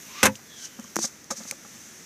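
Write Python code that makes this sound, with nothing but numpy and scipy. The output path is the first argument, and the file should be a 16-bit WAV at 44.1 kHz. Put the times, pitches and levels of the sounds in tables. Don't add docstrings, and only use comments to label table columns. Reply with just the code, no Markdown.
import sys
import numpy as np
from scipy import signal
from scipy.fft import rfft, irfft, next_fast_len
from scipy.io import wavfile

SR = 44100
rng = np.random.default_rng(int(sys.argv[2]) if len(sys.argv) > 2 else 0)


def linear_from_db(decibels):
    return 10 ** (np.asarray(decibels, float) / 20)


def master_out(mix):
    frames = np.transpose(np.atleast_2d(mix))
    ceiling = np.clip(frames, -1, 1)
    pcm = np.round(ceiling * 32767).astype(np.int16)
    wavfile.write(sys.argv[1], SR, pcm)


N = 90404


def rms_one(x):
    return x / np.sqrt(np.mean(x ** 2) + 1e-20)


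def in_time(rows):
    s, *columns = np.transpose(rows)
    return [np.interp(np.arange(N) / SR, s, c) for c in columns]


def since(s):
    t = np.arange(N) / SR - s
    return np.maximum(t, 0), t >= 0


def butter(x, order, hz, kind="low"):
    return signal.sosfilt(signal.butter(order, hz, kind, fs=SR, output="sos"), x)


def coloured(x, points):
    hz, db = np.transpose(points)
    edges = 28 * 2 ** np.arange(0, 9.6, .5)
    out = 0
    for k, (lo, hi) in enumerate(zip(edges, edges[1:])):
        gain = linear_from_db(np.interp(np.log(lo * hi) / 2, np.log(hz), db))
        out = out + gain * butter(x, 2, [lo, hi], "band") * (-1) ** k
    return out


def peak(x, hz, width_hz):
    r = np.exp(-np.pi * width_hz / SR)
    poles = [1, -2 * r * np.cos(2 * np.pi * hz / SR), r * r]
    return signal.lfilter(np.array([1, 0, -1]) * (1 - r * r) / 2, poles, x)


def noise_peak(hz, width_hz):
    return rms_one(peak(rng.standard_normal(N), hz, width_hz))


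def ring(x, hz, t60):
    r, w = linear_from_db(-60 / (t60 * SR)), 2 * np.pi * hz / SR
    return signal.lfilter([0, np.sin(w)], [1, -2 * r * np.cos(w), r * r], x + 1e-18)


def gliding_band(hz, width_hz):
    r = np.exp(-np.pi * width_hz / SR)
    slow = signal.lfilter([1], [1, -r], rng.standard_normal(N) + 1j * rng.standard_normal(N))
    return rms_one(np.real(slow * np.exp(2j * np.pi * np.cumsum(hz) / SR)))


def grains(per_s, spread_db):
    sizes = linear_from_db(spread_db * np.minimum(rng.exponential(1, N), 4)) * rng.choice([-1, 1], N)
    return rms_one(sizes * (rng.random(N) < per_s / SR))


# frequency in Hz, level in dB per Hz.
CABIN_AIR = [(18, -48), (30, -11.5), (202, 6.5), (830, -10), (1510, -1), (3680, -10), (4660, -21),
             (6050, -15), (15500, 0)]
# time in seconds, level in dB over the hush.
STIR = [(0, 7.5), (.2, 5.5), (.4, 1), (.9, 3.6), (1.12, 3.5), (1.28, -1.5), (1.45, 9), (1.58, 3.5),
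        (1.75, 7.5), (2.05, 6)]
HUSH_DB, RUMBLE_DB = -51.5, -16.5
TOP_DB, TOP_FADE_DB_PER_S = -4, -2.5


def hush():
    air = rms_one(coloured(rng.standard_normal(N), CABIN_AIR))
    (stir_db,) = in_time(STIR)
    dull = butter(air, 2, 2500)
    top = air - butter(air, 2, 9000)
    middle = air - dull - top
    dull = dull - 0.32 * peak(dull, 670, 410)
    top_db = 0.86 * stir_db + TOP_DB + TOP_FADE_DB_PER_S * np.arange(N) / SR
    moving = linear_from_db(stir_db) * middle + linear_from_db(top_db) * top
    boom = linear_from_db(-3) * noise_peak(193, 180) + linear_from_db(RUMBLE_DB) * noise_peak(29, 40)
    return linear_from_db(HUSH_DB) * (dull + moving + boom + linear_from_db(-7.5) * noise_peak(1850, 710))


# time in seconds, air level in dB, gap resonance in Hz.
LID_SWING = [
    (0, -66, 900),
    (.09, -56, 980),
    (.15, -49, 1100),
    (.2, -44, 1200),
    (.228, -44, 1250),
    (.232, -120, 1250),
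]


def swing():
    db, gap_hz = in_time(LID_SWING)
    box_hz, box_width_hz = 2300, 1300
    box = rms_one(peak(peak(rng.standard_normal(N), box_hz, box_width_hz), box_hz, 1.6 * box_width_hz))
    return linear_from_db(db) * (gliding_band(gap_hz, 140) + linear_from_db(2.5) * box)


# start in seconds, rise in seconds, fall in seconds, level in dB.
RUB_STROKES = [(.1, 0.098, .03, -67), (0.353, 0.0047, .02, -41), (.48, 0.15, .04, -41.5),
               (0.628, 0.023, 0.028, -37.5), (.75, 0.15, .06, -56), (0.967, 0.0066, 0.028, -36.5),
               (0.986, .004, 0.041, -31), (0.998, 0.034, 0.04, -26.5), (1.031, 0.025, 0.0069, -26),
               (1.061, 0.016, 0.0088, -43), (1.301, 0.0083, 0.026, -25.5), (1.349, 0.023, 0.083, -38),
               (1.458, .025, 0.056, -38)]


def rubs():
    t = np.arange(N) / SR
    stroke = 0
    for s, rise, fall, db in RUB_STROKES:
        swell = np.clip((t - s) / rise, 0, 1) ** 2
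        decay = np.exp(-2 * np.maximum(t - s - rise, 0) / fall)
        stroke = stroke + linear_from_db(db) * np.where(t < s + rise, swell, decay)
    grit = rms_one(butter(grains(14000.0, 0), 2, [3700, 9000], "band"))
    coarse = linear_from_db(-2.5) * grains(12000.0, 3.4)
    body = linear_from_db(-8) * rms_one(peak(grains(3300.0, 2.0), 1580, 960))
    return stroke * linear_from_db(-12) * (grit + coarse + body)


# start in seconds, rattle level in dB, rattle t60 in seconds, body level in dB.
LID_CONTACTS = [
    (0.2295, -8, .07, -8),
    (0.2426, -42, 0.049, -15),
    (0.2483, -25, 0.048, -16.5),
    (0.2539, -9.5, 0.06, -27),
    (.266, -26, 0.03, -10),
]
# frequency in Hz, level in dB per Hz.
RATTLE_SPECTRUM = [(180, -31), (300, -1.5), (708, 1.5), (1020, 1.5), (2560, -3), (4070, -17.5), (6360, -23),
                   (10800, -8.5), (15500, -29)]
# frequency in Hz, level in dB, t60 in seconds.
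LID_MODES = [(103.7, -6, 0.2), (130, -6.5, 0.28), (191, -20, 0.075), (207, -2, 0.15), (265, 0.5, 0.13),
             (523, -13.5, 0.14), (780, -17, 0.036), (864, -9, 0.1), (986, -11.5, 0.08), (1044, -21, 0.04),
             (1422, -15.5, 0.052), (1614, -2, 0.029), (1986, -19, 0.064), (2170, -1, 0.017),
             (2560, -3.5, 0.015)]
BODY_LAG_S, FIRM_BELOW_HZ = 0.0071, 300


def slam():
    chatter = rms_one(coloured(grains(8100, 3.6), RATTLE_SPECTRUM))
    chatter = chatter - 0.37 * peak(chatter, 690, 290)
    loose, push, firm = 0, 0, 0
    for s, db, t60, body_db in LID_CONTACTS:
        t, on = since(s)
        loose = loose + on * linear_from_db(db - 60 * t / t60) * np.minimum(t / 0.0018, 1)
        push = push + on * linear_from_db(body_db - 22 - 60 * t / 0.028)
        lump = t / BODY_LAG_S * np.exp(-(t / BODY_LAG_S) ** 2)
        sway = np.sin(2 * np.pi * 220 * t) + 0.37 * np.sin(2 * np.pi * 105 * t)
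        firm = firm + linear_from_db(body_db - 44) * lump * sway
    out = chatter * loose
    for hz, db, t60 in LID_MODES:
        force = firm if hz < FIRM_BELOW_HZ else push * rng.standard_normal(N)
        out = out + linear_from_db(db) * ring(force, hz, t60)
    return out


def latch():
    t, on = since(LID_CONTACTS[0][0] + 0.001005)
    return linear_from_db(-11) * noise_peak(1890, 270) * on * linear_from_db(-60 * t / 0.048)


# start in seconds, tick level in dB, push level in dB, push frequency in Hz, push width in Hz.
FINGER_TAPS = [
    (0.3549, -35, -30, 2950, 700),
    (0.7895, -54, -34, 780, 885),
    (.797, -32.5, -46, 1520, 900),
    (0.842, -36.5, -52, 1500, 900),
    (.9583, -19, -22.5, 1670, 1170),
    (.9657, -14, -5.5, 1070, 1600),
    (0.9892, -38, -13.5, 770, 1320),
    (1.243, -37, -54, 1500, 900),
    (1.436, -48, -37.5, 4100, 1200),
    (1.5114, -15, -19.5, 2280, 650),
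]
# frequency in Hz, level in dB, t60 in seconds.
SHELL_MODES = [(221.4, -26, 0.21), (339.5, -19.5, 0.094), (444, -11.5, 0.011)]


def taps():
    out, shell_hit = 0, np.zeros(N)
    noise = rng.standard_normal(N)
    for s, tick_db, push_db, hz, width_hz in FINGER_TAPS:
        t, on = since(s)
        skin = np.exp(-t / 0.0013) * noise
        click = linear_from_db(9) * np.exp(-t / .00005)
        snap = on * linear_from_db(tick_db - 7) * (skin + click)
        out = out + butter(snap + 1e-18, 3, 4630, "high") + linear_from_db(-8.5) * peak(snap, 0.3 * hz, 1700)
        spread = np.pi * width_hz * t
        out = out + linear_from_db(push_db + 6.5) * spread * np.exp(-spread) * np.sin(2 * np.pi * hz * t)
        shell_hit[int(s * SR)] = linear_from_db(push_db) * 900 / hz
    out = out + sum(linear_from_db(db) * ring(shell_hit, hz, t60) for hz, db, t60 in SHELL_MODES)
    return butter(out, 4, 184, "high")


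# start in seconds, level in dB, length in seconds, level of the upper modes in dB.
ARM_KNOCKS = [(.39, -59.5, 0.011, 8), (0.786, -34.5, 0.016, -11.5), (0.844, -38.5, 0.0052, -8.5),
              (1.039, -31, 0.01, -3), (1.304, -36.5, 0.015, 8), (1.371, -48.5, 0.035, -9),
              (1.403, -39, 0.012, -7), (1.45, -37.5, 0.0061, -6.5), (1.52, -38.5, 0.004, -2),
              (1.647, -48.5, 0.0097, 1), (1.739, -51, 0.022, -5.5)]
# frequency in Hz, level in dB, t60 in seconds.
TRIM_MODES = [(228, 0, 0.047), (367, -6, 0.014), (547, 3, 0.058), (700, 4, 0.023), (830, 2.5, 0.034),
              (1080, 3, 0.018), (1185, 2.5, 0.05), (1318, 6.5, 0.018), (1550, 6, 0.0084), (2190, -2, 0.019)]


def knocks():
    thump, scuff = 0, 0
    low_hz = TRIM_MODES[0][0]
    for s, db, length, upper_db in ARM_KNOCKS:
        t, on = since(s)
        press = np.sin(np.pi * np.minimum(t / length, 1))
        thump = thump + linear_from_db(db - 36.5) * press * np.sin(2 * np.pi * low_hz * t)
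        scuff = scuff + linear_from_db(db + upper_db - 14.5) * np.sqrt(t / length) * np.exp(-2.5 * t / length)
    out = 0
    for k, (hz, db, t60) in enumerate(TRIM_MODES):
        force = scuff * rng.standard_normal(N) if k else thump
        out = out + linear_from_db(db) * ring(force, hz, t60)
    return out


# time in seconds, level in dB, weave frequency in Hz.
SLEEVE_SWISH = [(.42, -120, 1724), (.46, -74, 1739), (.52, -60, 1712), (.6, -57, 1603), (.66, -54.5, 1508),
                (.7, -66.5, 1509), (.88, -66, 1550), (.95, -120, 1550)]


def sleeve():
    db, weave_hz = in_time(SLEEVE_SWISH)
    octave_db = 5 - 9 * (weave_hz < 1505)
    return linear_from_db(db) * (gliding_band(weave_hz, 110) + linear_from_db(octave_db) * gliding_band(2 * weave_hz, 165))


def cabin(x):
    t60_s, seat_cut_hz = .1, 4000
    size = next_fast_len(N + SR)
    w = 2 * np.pi * np.arange(size // 2 + 1) / size
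    dull = 1 / (1 + 1j * w * SR / (2 * np.pi * seat_cut_hz))
    back = 0
    for k, lag in enumerate(rng.uniform(.004, .012, 8) * SR):
        one_pass = linear_from_db(-60 * lag / SR / t60_s) * dull * np.exp(-1j * w * lag)
        back = back + (-1) ** k * (1 / (1 - one_pass) - 1)
    return linear_from_db(-14) * irfft(rfft(x, size) * back, size)[:N]


def scene():
    far = swing() + slam() + latch() + sleeve()
    near = rubs() + taps() + knocks()
    return (hush() + far + cabin(far) + near)[None]


def low_pass(x):
    return signal.sosfilt(signal.butter(12, 16470, fs=SR, output="sos"), x)


def record(dry):
    x = butter(dry, 2, 70, "high")
    shell_dip = linear_from_db(-8.5) * peak(x, 3180, 800)
    port = linear_from_db(18) * peak(x, 6110, 970)
    limited = 0.7 * np.tanh((x - shell_dip + port) / 0.78)
    mix = signal.sosfilt(signal.cheby2(8, 30, 15560, fs=SR, output="sos"), limited)
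    return low_pass(mix)


dry = scene()
out = record(dry)
master_out(out)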